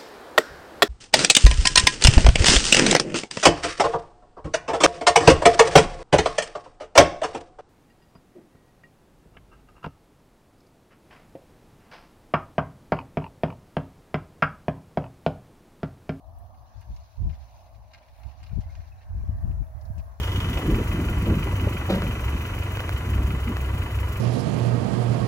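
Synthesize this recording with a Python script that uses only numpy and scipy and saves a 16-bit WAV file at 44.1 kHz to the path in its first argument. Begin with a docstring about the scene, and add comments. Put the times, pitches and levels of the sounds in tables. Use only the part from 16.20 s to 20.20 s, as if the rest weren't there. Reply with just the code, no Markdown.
"""Wind buffets the left and right microphone ports with deep thumps and flutter, while some way off
a horse trots along a gravel road, drawing a light buggy. Hooves crush the stones and ring their iron
shoes, the wheels crunch steadily and loose fittings clink. The woods rush behind, a late gust stirs
the dry grass, a few stalks tick close by and the microphones add a faint hiss."""
import sys
import numpy as np
from scipy import signal
from scipy.fft import rfft, irfft, next_fast_len
from scipy.io import wavfile
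from scipy.ndimage import uniform_filter1d, map_coordinates

SR = 44100
rng = np.random.default_rng(int(sys.argv[2]) if len(sys.argv) > 2 else 0)


def int16_out(signal):
    """Quantize to a 16-bit WAV file."""
    q = np.round(np.clip(np.atleast_2d(signal).T, -1, 1) * 32767)
    wavfile.write(sys.argv[1], SR, q.astype(np.int16))


N = 176400

# hooves striking and scuffing the gravel (time [s], level [dB], length [s])
FOOTFALLS = [(.342, -73, 0.0095), (0.612, -66.5, 0.017), (0.762, -65, 0.016), (1.093, -63.5, 0.018),
             (1.131, -66, 0.027), (1.544, -68.5, 0.017), (1.711, -66, 0.016), (1.733, -52, 0.0096),
             (1.744, -51, 0.0068), (1.777, -60, 0.0078), (1.882, -67.5, 0.0062), (2.031, -60, 0.006),
             (2.084, -65.5, 0.036), (2.202, -65, 0.016), (2.228, -56.5, 0.015), (2.262, -60, 0.011),
             (2.29, -62.5, 0.0075), (2.406, -63.5, 0.017), (2.55, -55, 0.0029), (2.602, -62, 0.017),
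             (2.811, -67, 0.024), (3.19, -84, 0.0035), (3.311, -66, 0.0079), (3.775, -62.5, 0.029)]
HOOF_ATTACK_S = .0035


def amp(db):
    """Decibels to gain."""
    return 10 ** (np.asarray(db) / 20)


def unit(x):
    """Scale to rms 1."""
    return x / np.sqrt(np.mean(x ** 2) + 1e-20)


def along(points, hz):
    """Read (frequency, value) points on a log frequency axis."""
    freqs, values = np.transpose(points)
    return np.interp(np.log(hz + 1), np.log(freqs + 1), values)


def curve(rows):
    """An envelope through (time, value) points, one value per sample."""
    return np.interp(np.arange(N) / SR, *np.transpose(rows))


def wobble(per_s):
    """A smooth random curve with per_s knots a second."""
    return map_coordinates(rng.standard_normal(2048), [np.arange(N) * per_s / SR], mode="wrap")


def filtered(x, response):
    """Equalise x by a gain given as a function of frequency."""
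    size = next_fast_len(N + SR // 4)
    return irfft(rfft(x, size) * response(np.fft.rfftfreq(size, 1 / SR)), size)[..., :N]


def noise(colour):
    """Coloured noise, rms 1."""
    return unit(filtered(rng.standard_normal(N), lambda hz: amp(along(colour, hz))))


def white_pair():
    """Two unrelated white noises."""
    return rng.standard_normal((2, N))


def stereo(pair, colour, correlation):
    """Colour two unrelated signals and blend them as mid and side into left and right, rms 1."""
    def response(hz):
        angle = np.arccos(np.clip(along(correlation, hz), -1, 1)) / 2
        return amp(along(colour, hz)) * np.array([np.cos(angle), np.sin(angle)])
    mid, side = filtered(pair, response)
    return unit(np.array([mid + side, mid - side]))


def patchy(pair, depth_db, size=1024, frames=14):
    """Mottle a pair of signals with patches of gain that drift in time and frequency."""
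    spectra = signal.stft(pair, nperseg=size)[2]
    patches = uniform_filter1d(rng.standard_normal(spectra.shape[1:]), size=5, axis=0)
    patches = uniform_filter1d(patches, size=frames, axis=1)
    return signal.istft(spectra * amp(depth_db * unit(patches)), nperseg=size)[1][:, :N]


def hiss():
    """Faint microphone hiss swells and sinks, coloured differently on each side."""
    # swell shared by both sides (time [s], level [dB])
    swell = [(0, -83), (.22, -78), (.3, -80), (.57, -82), (.65, -79), (1.4, -77.5), (1.68, -84),
             (1.92, -81.5), (2.0, -76), (2.15, -80), (2.55, -78), (2.8, -81.5), (3.25, -75.5),
             (3.55, -78.5), (3.65, -74), (3.82, -74), (3.92, -78)]
    # tone of each side (frequency [Hz], gain [dB])
    left_colour = [(4000, -27), (7500, -11), (10000, -6), (13000, -3.5), (15500, 3.5)]
    right_colour = [(4000, -42), (8000, -36), (9800, -29), (10600, 0), (11300, -0.5), (12200, -12),
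                    (15500, -15.5)]
    sides = np.array([amp(10) * noise(left_colour), amp(3.5) * noise(right_colour)])
    return amp(curve(swell) + .78 * wobble(18)) * sides


def woods():
    """The far woods rush, a little to the left, with a hollow note that comes and goes."""
    # swells of the breathy rush and of the hollow note (time [s], level [dB])
    rush_swell = [(0, -61), (.25, -56.5), (.52, -60), (.82, -59.5), (.91, -66), (1.08, -58.5), (1.25, -61),
                  (1.38, -58), (1.7, -62), (1.82, -59.5), (1.94, -65), (2.08, -55.5), (2.17, -60.5),
                  (2.55, -60.5), (2.7, -65), (2.95, -61.5), (3.8, -62.5), (4, -63.5)]
    hollow_swell = [(0, -59), (.5, -75), (1.05, -67.5), (1.9, -63.5), (2.15, -68), (2.45, -62), (2.75, -69),
                    (3.15, -61.5), (3.8, -59), (4, -65)]
    # their tone (frequency [Hz], gain [dB])
    rush_colour = [(150, -6), (300, -12), (420, -22.5), (520, -13), (620, -4), (725, 1.5), (820, -1.5),
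                   (1000, -4), (1200, -9.5), (1450, -19.5), (2400, -39), (5000, -53)]
    hollow_colour = [(300, -69), (500, -9), (580, -0.5), (635, 6), (690, 2.5), (760, -33.5), (1100, -37.5)]
    # stereo image of both (frequency [Hz], left-right correlation [-1..1])
    image = [(400, 0.64), (700, 0.97), (900, 0.45), (1050, 0.38), (1300, -0.55), (2000, 0.24), (2500, .3)]
    rush = amp(curve(rush_swell) + .5) * stereo(patchy(white_pair(), depth_db=1.5), rush_colour, image)
    hollow = amp(curve(hollow_swell)) * stereo(white_pair(), hollow_colour, image)
    return (rush + hollow) * amp([[.75], [-.75]])


def grass():
    """Dry grass rustles, most of all in the late gust."""
    # swell of the rustle (time [s], level [dB])
    swell = [(0, -81.5), (.6, -66), (1.6, -77), (2.6, -65.5), (3.0, -59.5), (3.3, -59.5), (3.5, -64.5),
             (3.8, -59.5), (4, -64.5)]
    # its tone (frequency [Hz], gain [dB])
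    colour = [(500, -5.5), (1050, 2), (1350, -2), (1750, -2), (2300, -20.5), (3200, -30.5), (6000, -17.5),
              (10000, -40)]
    # its stereo image (frequency [Hz], left-right correlation [-1..1])
    image = [(900, -0.33), (1300, -0.49), (1800, -0.059), (2400, 0.58), (4000, -0.046)]
    envelope = amp(curve(swell) + .71 * wobble(30))
    return envelope * stereo(patchy(white_pair(), depth_db=2.96), colour, image)


def stalks():
    """Stalks tick near the microphones: thin, dry snaps of band-passed noise."""
    # snaps (time [s], level [dB], pitch [Hz])
    snaps = [(0.185, -62.5, 11000), (0.61, -64, 10500), (0.763, -57.5, 5000), (2.232, -65.5, 7300),
             (2.407, -62, 5800), (3.612, -61, 4700), (3.653, -61, 4760), (3.782, -60, 6070)]
    t60_s, width_oct = .057, .39
    out = np.zeros((2, N))
    for start, db, pitch_hz in snaps:
        t = np.arange(N) / SR - start
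        band = lambda hz: np.exp(-.5 * (np.log2((hz + 1) / pitch_hz) / width_oct) ** 2)
        out += (t > 0) * amp(db - 60 * np.abs(t) / t60_s) * unit(filtered(white_pair(), band))
    return out


def eddies(colour):
    """Low turbulence, compressed to a nearly even strength, rms 1."""
    rumble = noise(colour)
    power = uniform_filter1d(np.abs(signal.hilbert(rumble)) ** 2, size=900)
    power = np.abs(uniform_filter1d(power, size=900))
    return unit(rumble / np.sqrt(power + .23))


def wind():
    """Wind flickers on each port and puffs slap it; the harder it blows, the more flutter over the thump."""
    # wind strength on each port (time [s], level [dB])
    left_gusts = [(0, -54.5), (.09, -43), (.24, -52), (.31, -62), (.42, -42.5), (.52, -52.5), (.56, -34),
                  (.62, -44), (.74, -31.5), (.88, -56), (1.0, -46), (1.06, -19), (1.13, -27.5),
                  (1.19, -52.5), (1.46, -53), (1.57, -41.5), (1.68, -50), (1.85, -62.5), (1.92, -44.5),
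                  (2.15, -79), (2.22, -39), (2.38, -34.5), (2.57, -38), (2.85, -47), (2.94, -33.5),
                  (3.38, -26), (3.58, -52), (3.63, -42), (3.8, -36.5), (4, -43.5)]
    right_gusts = [(0, -63), (.24, -40), (.3, -45), (.5, -55.5), (.68, -49), (.73, -32), (.93, -65),
                   (.99, -28.5), (1.04, -20.5), (1.08, -31.5), (1.2, -37), (1.3, -48), (1.86, -54.5),
                   (2.06, -36), (2.18, -44.5), (2.34, -38.5), (2.4, -40.5), (2.62, -44), (2.84, -46.5),
                   (2.9, -31), (3.3, -30.5), (3.52, -40), (3.7, -33.5), (4, -51)]
    # sudden puffs (peak time [s], half-width [s], level [dB], port [-1 left, 1 right])
    puffs = [(.075, 0.01, -36.5, -1), (0.174, 0.007, -34, -1), (0.707, 0.0057, -26.5, -1),
             (1.026, 0.016, -21, 1), (2.067, 0.0083, -28, 1), (2.335, 0.011, -22.5, -1),
             (2.38, 0.014, -15, -1), (2.466, 0.007, -28, 1), (2.593, 0.021, -31, -1),
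             (2.972, 0.028, -24.5, -1), (3.038, 0.006, -20, -1), (3.093, 0.011, -18, -1),
             (3.247, 0.016, -20, -1), (3.3, 0.021, -25.5, -1), (3.413, 0.014, -20, -1),
             (3.564, 0.013, -27, 1), (3.708, 0.0054, -20, 1), (3.786, 0.023, -24.5, -1)]
    # tone of the deep thump and of the flutter (frequency [Hz], gain [dB])
    thump_colour = [(12, -59), (25, -20.5), (52, 3), (80, 4), (112, -5.5), (145, -25), (250, -33),
                    (450, -50), (900, -94)]
    flutter_colour = [(60, -40), (110, 3.5), (175, 0.5), (250, -15), (330, -19), (420, -30.5), (650, -35.5),
                      (1500, -98)]
    flicker_db, knee_db, flutter_slope = 3, -20, 1.78
    ports = []
    for side, gusts in (-1, left_gusts), (1, right_gusts):
        power = amp(curve(gusts) + flicker_db * np.clip(wobble(26), -2, 1)) ** 2
        for peak, width, db, port in puffs:
            if port == side:
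                power += amp(db) ** 2 * np.exp(-((np.arange(N) / SR - peak) / width) ** 2)
        level_db = 10 * np.log10(power)
        thump_db = np.minimum(level_db, knee_db) - 1  # above the knee only the flutter grows
        flutter_db = knee_db - 12 + flutter_slope * (level_db - knee_db)
        ports.append(amp(thump_db) * eddies(thump_colour) + amp(flutter_db) * eddies(flutter_colour))
    return np.array(ports)


def tree_echo(x, t60_s=.2):
    """The tree line scatters back a short tail."""
    t = np.arange(SR // 2) / SR
    tail = rng.standard_normal((2, len(t))) * amp(-60 * t / t60_s)
    return signal.fftconvolve(x, tail / np.linalg.norm(tail[0]), axes=1)[:, :N]


def fittings():
    """Loose metal on the harness and buggy touches and rings briefly."""
    # clinks (time [s], level [dB], pitch [Hz])
    clinks = [(1.127, -54, 2096), (2.436, -53, 2030), (2.494, -50.5, 2120), (2.719, -52, 2570),
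              (2.786, -60.5, 3940), (2.806, -58, 2660), (2.811, -56, 1817)]
    attack_s, t60_s = .003, .06
    out, t = np.zeros(N + SR), np.arange(SR // 4) / SR
    for start, db, pitch_hz in clinks:
        phase_drift = np.cumsum(rng.normal(0, .042, len(t)))  # roughens the pure tone
        envelope = amp(db - 60 * t / t60_s) * (1 - np.exp(-t / attack_s))
        out[round(start * SR):][:len(t)] += envelope * np.sin(2 * np.pi * pitch_hz * t + phase_drift)
    return out[:N]


def gravel(colour, per_s, spread_db):
    """Countless stones click together, each cluster with its own colour, rms 1."""
    # stereo image of the stones (frequency [Hz], left-right correlation [-1..1])
    image = [(1300, -0.015), (2400, 0.56), (3400, -0.065), (4100, 0.31), (5500, 0.078), (6700, -0.42),
             (9000, -0.34)]
    # their panning (frequency [Hz], left minus right [dB])
    balance = [(1300, -2), (2400, 5.5), (3200, -1.5), (4000, 5.5), (4700, -6), (6500, -1), (9000, -2)]
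    clicks = (rng.random((2, N)) < per_s / SR) * rng.choice([-1, 1], (2, N))
    sizes = amp(spread_db * np.clip(white_pair(), -2, 2))
    clusters = patchy(clicks * sizes, depth_db=2.5, size=512, frames=4)
    pan = lambda hz: amp(np.outer([.5, -.5], along(balance, hz)))
    return unit(filtered(stereo(clusters, colour, image), pan))


def pebbles():
    """Single pebbles clink under the rims, each at its own pitch, rms 1."""
    per_s, centre_hz, spread_oct, spread_db, decay_cycles = 90, 2700, .45, 4, 17
    out, t = np.zeros((2, N + 2048)), np.arange(2048) / SR
    gap_draws, phases = rng.random((1500, 2)).T
    traits = np.clip(rng.standard_normal((1500, 3)), -2, 2)
    starts = np.cumsum(-np.log(gap_draws)) / per_s
    for start, phase, (pitch, size, skew) in zip(starts, phases, traits):
        if start < N / SR:
            cycles = t * centre_hz * 2 ** (spread_oct * pitch)
            ring = np.sin(2 * np.pi * (cycles + phase) + np.array([[.5], [-.5]]) * skew)
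            envelope = np.exp(-cycles / decay_cycles) * (1 - np.exp(-cycles))
            out[:, int(start * SR):][:, :len(t)] += amp(spread_db * size) * envelope * ring
    return unit(out[:, :N])


def wheels():
    """The rims grind over the gravel in uneven little surges: crunch, clinking pebbles and fine grit."""
    # swells of the coarse crunch and of the hissing grit (time [s], level [dB])
    crunch_swell = [(0, -94), (.45, -87), (.65, -87), (.8, -71.5), (1.0, -83), (1.15, -70), (1.45, -75),
                    (1.67, -75.5), (1.8, -68.5), (1.95, -69), (2.08, -67), (2.18, -76), (2.28, -69.5),
                    (2.6, -71), (3.0, -73), (4, -80.5)]
    grit_swell = [(0, -79.5), (.45, -73.5), (.8, -67), (1.0, -70), (1.35, -68), (1.65, -75.5), (2.1, -71.5),
                  (2.6, -68.5), (3.1, -88.5), (4, -77)]
    # their tone (frequency [Hz], gain [dB])
    crunch_colour = [(700, -28), (1300, 0.5), (1600, 6), (1900, 3), (2400, 4.5), (2800, 1.5), (3350, -11.5),
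                     (4050, -1), (5000, -8.5), (6300, -14), (7500, -14), (10000, -11.5), (15000, -24)]
    grit_colour = [(1500, -15), (2600, -5), (3250, -5.5), (4200, -3.5), (5200, -5.5), (6300, -4),
                   (7500, -17.5), (10000, -42), (15000, -44)]
    surge_db = 1.74 * unit(wobble(33.84) + wobble(170))
    crunch = gravel(crunch_colour, per_s=2000, spread_db=1) + amp(-7.5) * pebbles()
    grit_db = curve(grit_swell) + .5 * surge_db + wobble(29.9)
    grit = gravel(grit_colour, per_s=6000, spread_db=3)
    return amp(curve(crunch_swell) + surge_db) * crunch + amp(grit_db) * grit


def shoes():
    """Every footfall rings the iron shoe a little, never quite the same way twice."""
    # modes of iron on stone (frequency [Hz], relative level [dB], decay t60 [s])
    modes = [(1583, 0, .07), (2132, 2, .065), (2440, -1, .07), (2800, -5, .05), (4100, -6, .05)]
    out, t = np.zeros(N + SR), np.arange(SR // 5) / SR
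    for start, db, _ in FOOTFALLS:
        ring = np.zeros(len(t))
        for hz, mode_db, t60_s in modes:
            decay = amp(mode_db + rng.normal(0, 2) - 60 * t / t60_s)
            ring += decay * np.sin(2 * np.pi * (hz * rng.normal(1, .005) * t + rng.random()))
        out[round(start * SR):][:len(t)] += amp(db - 2) * np.clip(t / HOOF_ATTACK_S, 0, 1) * ring
    return out[:N]


def hooves():
    """Each hoof crushes the stones briefly, and loose ones scatter after it."""
    # tone of the crushed stones (frequency [Hz], gain [dB])
    colour = [(600, -35), (1300, -1), (1570, -10.5), (1850, 1.5), (2150, -7), (2750, 2), (3400, -8),
              (4000, -3.5), (5600, -10), (7500, -21), (9300, -34), (14000, -31)]
    crush_t60_s, scatter_t60_s, scatter_db = .032, .16, -16
    power = np.zeros(N)
    for start, db, length in FOOTFALLS:
        t = np.arange(N) / SR - start
        after = np.maximum(t - length, 0)
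        release = amp(-60 * after / crush_t60_s) + amp(scatter_db - 60 * after / scatter_t60_s)
        power += (amp(db) * np.clip(t / HOOF_ATTACK_S, 0, 1) * release) ** 2
    return np.sqrt(power) * gravel(colour, per_s=6100, spread_db=8)


def scene():
    """Horse and buggy in the windy open; only the sounds of the road echo."""
    road = wheels() + hooves() + shoes() + fittings()
    return road + wind() + amp(-15) * tree_echo(road) + woods() + grass() + stalks() + hiss()


def record(dry, top_hz=15800):
    """A brick-wall low-pass cuts the highest treble."""
    return filtered(dry, lambda hz: hz < top_hz)


dry = scene()
out = record(dry)
int16_out(out)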